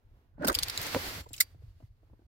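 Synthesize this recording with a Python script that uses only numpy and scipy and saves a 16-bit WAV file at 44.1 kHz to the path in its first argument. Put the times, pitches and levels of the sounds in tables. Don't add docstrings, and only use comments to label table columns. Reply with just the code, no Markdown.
import sys
import numpy as np
from scipy import signal
from scipy.fft import rfft, irfft
from scipy.io import wavfile
from scipy.ndimage import uniform_filter1d

SR = 44100
rng = np.random.default_rng(int(sys.argv[2]) if len(sys.argv) > 2 else 0)


def waveform_to_disk(signal):
    frames = np.transpose(np.atleast_2d(signal))
    scaled = np.clip(frames, -1, 1) * 32767
    samples = np.round(scaled).astype(np.int16)
    wavfile.write(sys.argv[1], SR, samples)


def magnitude_from_level(level_db):
    exponent = np.asarray(level_db, float) / 20
    return 10 ** exponent


N = 102841

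# [t/s, peak level/dB, chatter length/s, favoured f/Hz, left over right/dB]
CLACKS = [(.4233, -45, 0.0017, 2600, 4), (.4466, -24, 0.0058, 5100, 0), (.470, -22.5, 0.0012, 13000, 1),
          (.4747, -14, 0.0031, 13100, -0.5), (.4775, -26, 0.0013, 14500, 0.5),
          (.4823, -9, 0.0016, 9800, -0.5), (.4855, -17, 0.0012, 13800, 5.5),
          (.4885, -26, 0.0017, 4680, 3.5), (.496, -26.5, 0.004, 4140, -3), (.5005, -28, 0.0024, 2189, 9),
          (.5195, -31, .0012, 8000, 3.5), (.5279, -28.5, 0.0011, 8320, 2), (.5435, -24, 0.002, 3510, 3.5),
          (.5494, -10.5, 0.0028, 4530, 0.5), (.5525, -20, 0.0026, 3490, 2.5), (.556, -31, 0.0013, 12000, 3),
          (.5879, -12, 0.00095, 3240, 1.5), (.626, -24, 0.0022, 3970, 0), (.6313, -24, 0.00082, 4600, 1.5),
          (.6328, -10, 0.00058, 3600, 2), (.6831, -22.5, 0.00103, 3540, -1.5),
          (.6981, -18.5, 0.00049, 4460, -3), (.7759, -15, 0.0013, 3800, -1), (.8148, -24, 0.0025, 14670, 7),
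          (.8263, -27, 0.009, 14800, 4), (.8662, -26, 0.002, 5900, 4), (1.2877, -48.5, 0.0092, 4000, 6),
          (1.3316, -29.5, 0.002, 8140, -1), (1.3377, -33, 0.011, 2600, 0.5), (1.35, -43, .012, 3400, 2),
          (1.364, -37, 0.0054, 7500, 0), (1.3793, -34, 0.009, 5500, -1)]
# [t/s, peak level/dB, chatter length/s, favoured f/Hz, left over right/dB]
SNAP = [
    (1.4012, -20, 0.0023, 4530, -1),
    (1.404, -9, 0.002, 12800, -1.5),
    (1.4072, -8, 0.0023, 4600, -0.5),
    (1.4105, -12, 0.0019, 7060, -1),
    (1.414, -19, 0.0033, 1492, -1),
    (1.421, -27, 0.0097, 2200, 0),
]
# [f/Hz, level/dB]
KEY_MODES = [(2060, -13.5), (3900, -18), (4600, -6), (7120, -9.5), (9510, -13.5), (11900, -10.5),
             (12900, -10.5), (15200, -8)]
# [f/Hz, level/dB]
CLACK_COLOUR = [(470, -57), (1100, -24.5), (3000, -6.5), (4770, -7), (10200, -11), (12000, -8),
                (15300, -10), (16500, -29)]
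SNAP_COLOUR = [(240, -80.5), (700, -42.5), (1400, -20.5), (2050, -12), (2670, -21.5), (4460, -16),
               (8320, -17), (15700, -15), (16500, -41.5)]
# [t/s, level/dB]
SLIDE_LEVEL = [(.39, -81), (.44, -54), (.5, -54), (.6, -45.5), (.8, -41), (.95, -38.5), (1.12, -41),
               (1.21, -48), (1.232, -70)]
# [t/s, level/dB]
RUSTLE_LEVEL = [(1.2, -76), (1.3, -67.5), (1.4, -60.5), (1.5, -71.5), (1.59, -82), (1.63, -76), (1.75, -83),
                (1.83, -78), (1.9, -86.5), (2.26, -90)]
# [f/Hz, level/dB]
SLIDE_COLOUR = [(88, -39), (150, -0.5), (560, -3.5), (847, -5), (2050, -4), (10100, -16), (12000, -10.5),
                (15600, -15), (16500, -33)]
# [f/Hz, width/Hz, level/dB]
TRIM_MODES = [(2050, 53, 0), (4550, 770, 2)]
# [t/s, level/dB]
CREAK_LEVEL = [(.36, -80.5), (.4, -55.5), (.447, -32.5), (.468, -37), (.495, -29), (.522, -38.5),
               (.54, -60), (.585, -57)]
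# [f/Hz, width/Hz, level/dB]
CASE_MODES = [(200, 60, -13), (262, 50, -6), (322, 70, -4), (555, 80, -2.5), (720, 130, -5),
              (1050, 300, -8), (1490, 250, -7)]
# [centre t/s, peak level/dB, f/Hz, half length/s]
GROANS = [(0.403, -39, 245, .009), (0.411, -38.5, 165, .012), (0.418, -32, 570, .007),
          (0.429, -31, 300, .009), (.431, -36.5, 1500, .008), (.446, -26, 600, .005),
          (.446, -34, 325, .007), (.449, -26, 1470, .004), (.458, -25, 300, .006), (.46, -39.5, 540, .006),
          (0.479, -31.5, 165, .01), (.485, -28.5, 660, .005), (.487, -24, 1470, .004),
          (.494, -31, 260, .006), (.5, -34, 500, .004), (.5, -20, 1200, .004), (0.498, -34.5, 2000, .003),
          (0.509, -30.5, 345, .007), (.514, -33.5, 640, .006), (.524, -41.5, 500, .006),
          (0.573, -45, 480, .01), (.58, -45.5, 300, .01), (1.265, -46.5, 980, .005),
          (1.4094, -21, 2050, .004)]
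# [t/s, peak level/dB, f/Hz]
THUMPS = [(0.38, -39.5, 234), (0.953, -22, 490), (0.96, -18, 535), (0.967, -23.5, 526), (1.264, -42, 475),
          (1.306, -42.5, 303), (1.545, -50.5, 310.4), (1.62, -55.5, 474), (1.802, -47.5, 645),
          (1.824, -47.5, 224.4), (2.03, -54, 306), (2.098, -54.5, 333.5), (2.131, -47.5, 200),
          (2.192, -52.5, 344), (2.217, -55, 336.3)]
# [centre t/s, peak level/dB, f/Hz]
BUMPS = [(0.361, -54, 130), (0.507, -33.5, 54), (0.569, -36, 59.7), (0.619, -45, 150), (0.693, -55, 98),
         (0.8, -37.5, 108), (0.862, -58, 70), (0.96, -35, 92), (1.089, -44, 54.5), (1.186, -44, 166),
         (1.212, -37, 85), (1.323, -44.5, 94), (1.385, -51, 90.3), (1.562, -48, 123), (1.642, -42, 107),
         (1.686, -43, 61), (1.707, -44.5, 80.9), (1.843, -40.5, 102.7), (1.909, -52, 68.7),
         (2.132, -48.5, 75.9), (2.253, -54, 66.44)]
# [t/s, f/Hz, level/dB]
SQUEAK = [(1.17, 7110, -110), (1.22, 7250, -64), (1.27, 7460, -74), (1.33, 7500, -69), (1.37, 7570, -110),
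          (1.47, 9110, -110), (1.5, 8900, -88), (1.54, 8250, -86), (1.58, 8150, -110)]
# [t/s, level/dB]
GRIP_LEVEL = [(0., -65), (.05, -56.5), (.17, -58), (.22, -70.5), (.47, -51), (1.1, -49.5), (1.45, -57.5),
              (2.26, -60)]
# [f/Hz, level/dB]
GRIP_COLOUR = [(22, -6), (50, -4.5), (105, 0.05), (130, -13.5), (200, -31), (500, -70.5)]
# [f/Hz, level/dB]
CABIN_COLOUR = [(230, -0.5), (800, -9.5), (1300, -13.5), (4500, -24.5), (9000, -35.5), (12300, -27),
                (16500, -31.5)]
# [f/Hz, likeness/0-1]
MIC_LIKENESS = [(60, 0.9), (300, 0.82), (700, 0.63), (1400, 0), (15000, 0)]
# [f/Hz, left over right/dB]
MIC_LEAN = [(100, -.6), (1300, -4.5), (4500, .3), (12000, -.3)]


def curve(table, x, log=False):
    a = np.array(table, float)
    if log:
        return np.interp(np.log(x + 1), np.log(a[:, 0]), a[:, 1])
    return np.interp(x, a[:, 0], a[:, 1])


def decay(t, t60):
    return np.exp(-np.log(1000) * t / t60)


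def peaks(table, hz):
    return sum(magnitude_from_level(db) / (1 + 2j * (hz - f) / width) * 1j ** k for k, (f, width, db) in enumerate(table))


def colour(x, table, lo=0):
    n = x.shape[-1]
    hz = np.fft.rfftfreq(n, 1 / SR)
    below = np.minimum(hz / table[0][0], 1) ** 3
    spectrum = rfft(x) * magnitude_from_level(curve(table, hz, True)) * below
    power = np.sum(abs(spectrum[..., hz > lo]) ** 2, -1)
    return irfft(spectrum, n) * n / np.sqrt(2 * np.mean(power))


def grit(shape, per_s, spread_db):
    hits = rng.random(shape) < per_s / SR
    return hits * rng.standard_normal(shape) * magnitude_from_level(spread_db * rng.exponential(size=shape))


def walk(rate):
    k = int(SR / rate)
    steps = np.repeat(rng.standard_normal(N // k + 1), k)
    return 1.4 * uniform_filter1d(uniform_filter1d(steps, k), k)[:N]


def add(out, x, s):
    i = int(s * SR)
    out[:, i:i + x.shape[1]] += x[:, :N - i]


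def strikes(table, tone):
    t60, chatter_per_s, chatter_db = 0.015, 2300, 1.5
    modes_db, scatter_db, detune = -8.5, 1.5, 0.021
    favour_db, favour_octaves = 7.0, 0.3
    out, u = np.zeros((2, N)), np.arange(4096) / SR
    hz = np.fft.rfftfreq(4096, 1 / SR)
    fade = decay(u, t60)
    no_bass = 1 / (1 + (1100.0 / (hz + 1)) ** 4)
    for s, db, length, favour, pan_db in table:
        kicks = grit(4096, chatter_per_s, chatter_db) * np.exp(-(u / length) ** 2)
        kicks[0] = 1.36
        ring = np.zeros((2, 4096))
        for f, mode_db in KEY_MODES:
            level_chance, pitch_chance = rng.standard_normal((2, 2, 1))
            pitch = f * (1 + detune * pitch_chance)
            ring += magnitude_from_level(mode_db + scatter_db * level_chance) * np.sin(2 * np.pi * pitch * u)
        crack = colour(rng.standard_normal((2, 4096)), tone) * (fade ** 2 + 0.36 * np.sqrt(fade))
        crack += magnitude_from_level(modes_db) * ring * np.sqrt(fade)
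        octaves = np.log2((hz + 1) / favour)
        lift = magnitude_from_level(favour_db * np.exp(-(octaves / favour_octaves) ** 2))
        x = irfft(rfft(crack) * rfft(kicks) * lift * no_bass)[:, :3500]
        left, right = x / x.std(axis=1, keepdims=True) * magnitude_from_level(np.array([[pan_db], [-pan_db]]) / 2)
        x = np.array([left + right, left - right])
        add(out, x * magnitude_from_level(db) / abs(x).max(), s)
    return out


def keys(t):
    ring_hz, ring_db, ring_t60 = 4650, -50, 0.19
    cabin_t60, wet_db = 0.033, -6
    x = strikes(CLACKS, CLACK_COLOUR) + strikes(SNAP, SNAP_COLOUR)
    u = np.maximum(t - SNAP[2][0], 0)
    x[1] += magnitude_from_level(ring_db) * np.sin(2 * np.pi * ring_hz * u) * decay(u, ring_t60)
    tail = rng.standard_normal((2, 8192)) * decay(t[:8192], cabin_t60)
    tail /= np.sqrt(np.sum(tail[0] ** 2))
    return x + magnitude_from_level(wet_db) * signal.fftconvolve(x, tail, axes=1)[:, :N]


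def slide(t):
    thin_hz, thin_db_per_s = 600.0, 24.5
    dull_hz, dull_db_per_s = 8000.0, 20.0
    flicker_db, flicker_per_s = 1.2, 45.0
    hz = np.fft.rfftfreq(N, 1 / SR)
    slips = rng.standard_normal((2, N)) + 0.5 * grit((2, N), 4000.0, 2.0)
    cloth = irfft(rfft(slips) * (1 + abs(peaks(TRIM_MODES, hz))), N)
    spectrum = rfft(colour(cloth, SLIDE_COLOUR, lo=2100))
    low = 1 / (1 + (hz / dull_hz) ** 4)
    bass = 1 / (1 + (hz / thin_hz) ** 4)
    before = np.minimum(t - 1, 0)
    x = irfft(spectrum * (low - bass), N)
    x += irfft(spectrum * bass, N) * magnitude_from_level(thin_db_per_s * before)
    x += irfft(spectrum * (1 - low), N) * magnitude_from_level(dull_db_per_s * before)
    x *= magnitude_from_level(flicker_db * walk(flicker_per_s))
    drag = magnitude_from_level(curve(SLIDE_LEVEL, t)) * (t > 0.39) * (t < 1.25)
    rustle = magnitude_from_level(curve(RUSTLE_LEVEL, t) + flicker_db * walk(flicker_per_s / 2)) * (t > 1.2)
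    return x * (drag + rustle)


def creak(t):
    hz = np.fft.rfftfreq(N, 1 / SR)
    body = peaks(CASE_MODES, hz) / (1 + (hz / 2500.0) ** 4)
    x = irfft(rfft(grit((2, N), 1500.0, 2.4)) * body, N)
    return x / x.std() * magnitude_from_level(curve(CREAK_LEVEL, t)) * (t > 0.34) * np.clip((0.66 - t) / 0.14, 0, 1)


def groans(t):
    wobble, least_apart = 0.55, 0.25
    out = np.zeros((2, N))
    for s, db, f, half in GROANS:
        phase = 2 * np.pi * f * (t - s) + wobble * walk(250.0) + rng.uniform(0, 2 * np.pi)
        apart = min(least_apart + f / 2200.0, 1)
        swell = magnitude_from_level(db) * np.exp(-((t - s) / half) ** 2)
        out += swell * np.array([np.sin(phase), apart * np.cos(phase)])
    return out


def thumps(t):
    t60, rise_s, bump_s = 0.038, 0.0025, 0.009
    out, u = np.zeros((2, N)), t[:4096]
    shape = decay(u, t60) * (1 - np.exp(-u / rise_s))
    for s, db, f in THUMPS:
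        tone = np.sin(2 * np.pi * f * u) + 0.11 * np.sin(2 * np.pi * 4.4 * f * u)
        skin = colour(rng.standard_normal((2, 4096)), [(200.0, -1.0), (800.0, -9.0), (6000.0, -58.5)])
        add(out, magnitude_from_level(db) * (tone + 0.65 * skin) * shape, s)
    for s, db, f in BUMPS:
        out[0] += magnitude_from_level(db) * np.sin(2 * np.pi * f * (t - s)) * np.exp(-((t - s) / bump_s) ** 2)
    return out


def knock(t):
    start_s, level_db, width_s = 0.9477, -13, 0.00009
    recoil_hz, recoil_t60 = 520, 0.01
    u = t - start_s
    after = np.maximum(u, 0)
    click = np.exp(-(u / width_s) ** 2)
    recoil = 0.7 * np.sin(2 * np.pi * recoil_hz * after) * decay(after, recoil_t60)
    return magnitude_from_level(level_db) * (click - recoil) * np.array([[0.8], [1.2]])


def squeak(t):
    hz = curve([r[:2] for r in SQUEAK], t) * (1 + 0.012 * walk(600.0))
    level_db = curve([r[::2] for r in SQUEAK], t) + 3 * walk(80.0)
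    return magnitude_from_level(level_db) * np.sin(2 * np.pi * np.cumsum(hz) / SR)


def grip_rumble(t):
    level_db = curve(GRIP_LEVEL, t) + 2.0 * walk(28.0)
    return colour(rng.standard_normal((2, N)), GRIP_COLOUR) * magnitude_from_level(level_db)


def cabin_air():
    return colour(rng.standard_normal((2, N)), CABIN_COLOUR, lo=100) * magnitude_from_level(-76 + 3.3 * walk(7.6))


def two_microphones(x):
    lag_s = -0.0002986
    a, b = rfft(x)
    hz = np.fft.rfftfreq(N, 1 / SR)
    like = np.clip(curve(MIC_LIKENESS, hz, True), 0, 1)
    lag = np.exp(-1j * np.pi * hz * lag_s / (1 + (340.0 / (hz + 1)) ** 2))
    turn = lag * magnitude_from_level(curve(MIC_LEAN, hz, True) / 2)
    shared = a * np.sqrt((1 + like) / 2)
    apart = b * np.sqrt((1 - like) / 2)
    return irfft(np.array([(shared + apart) * turn, (shared - apart) / turn]), N)


def scene():
    t = np.arange(N) / SR
    hand = keys(t) + slide(t) + creak(t) + groans(t) + thumps(t) + squeak(t)
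    return two_microphones(hand + grip_rumble(t) + cabin_air()) + knock(t)


def top_cut(x):
    return signal.sosfilt(signal.butter(12, 17000, fs=SR, output="sos"), x)


def record(dry):
    top_hz, end_s, fade_s = 15900, 2.268, 0.002
    x = signal.sosfilt(signal.ellip(8, 0.2, 60, top_hz, fs=SR, output="sos"), dry)
    mix = x * np.clip((end_s - np.arange(N) / SR) / fade_s, 0, 1)
    return top_cut(mix)


dry = scene()
out = record(dry)
waveform_to_disk(out)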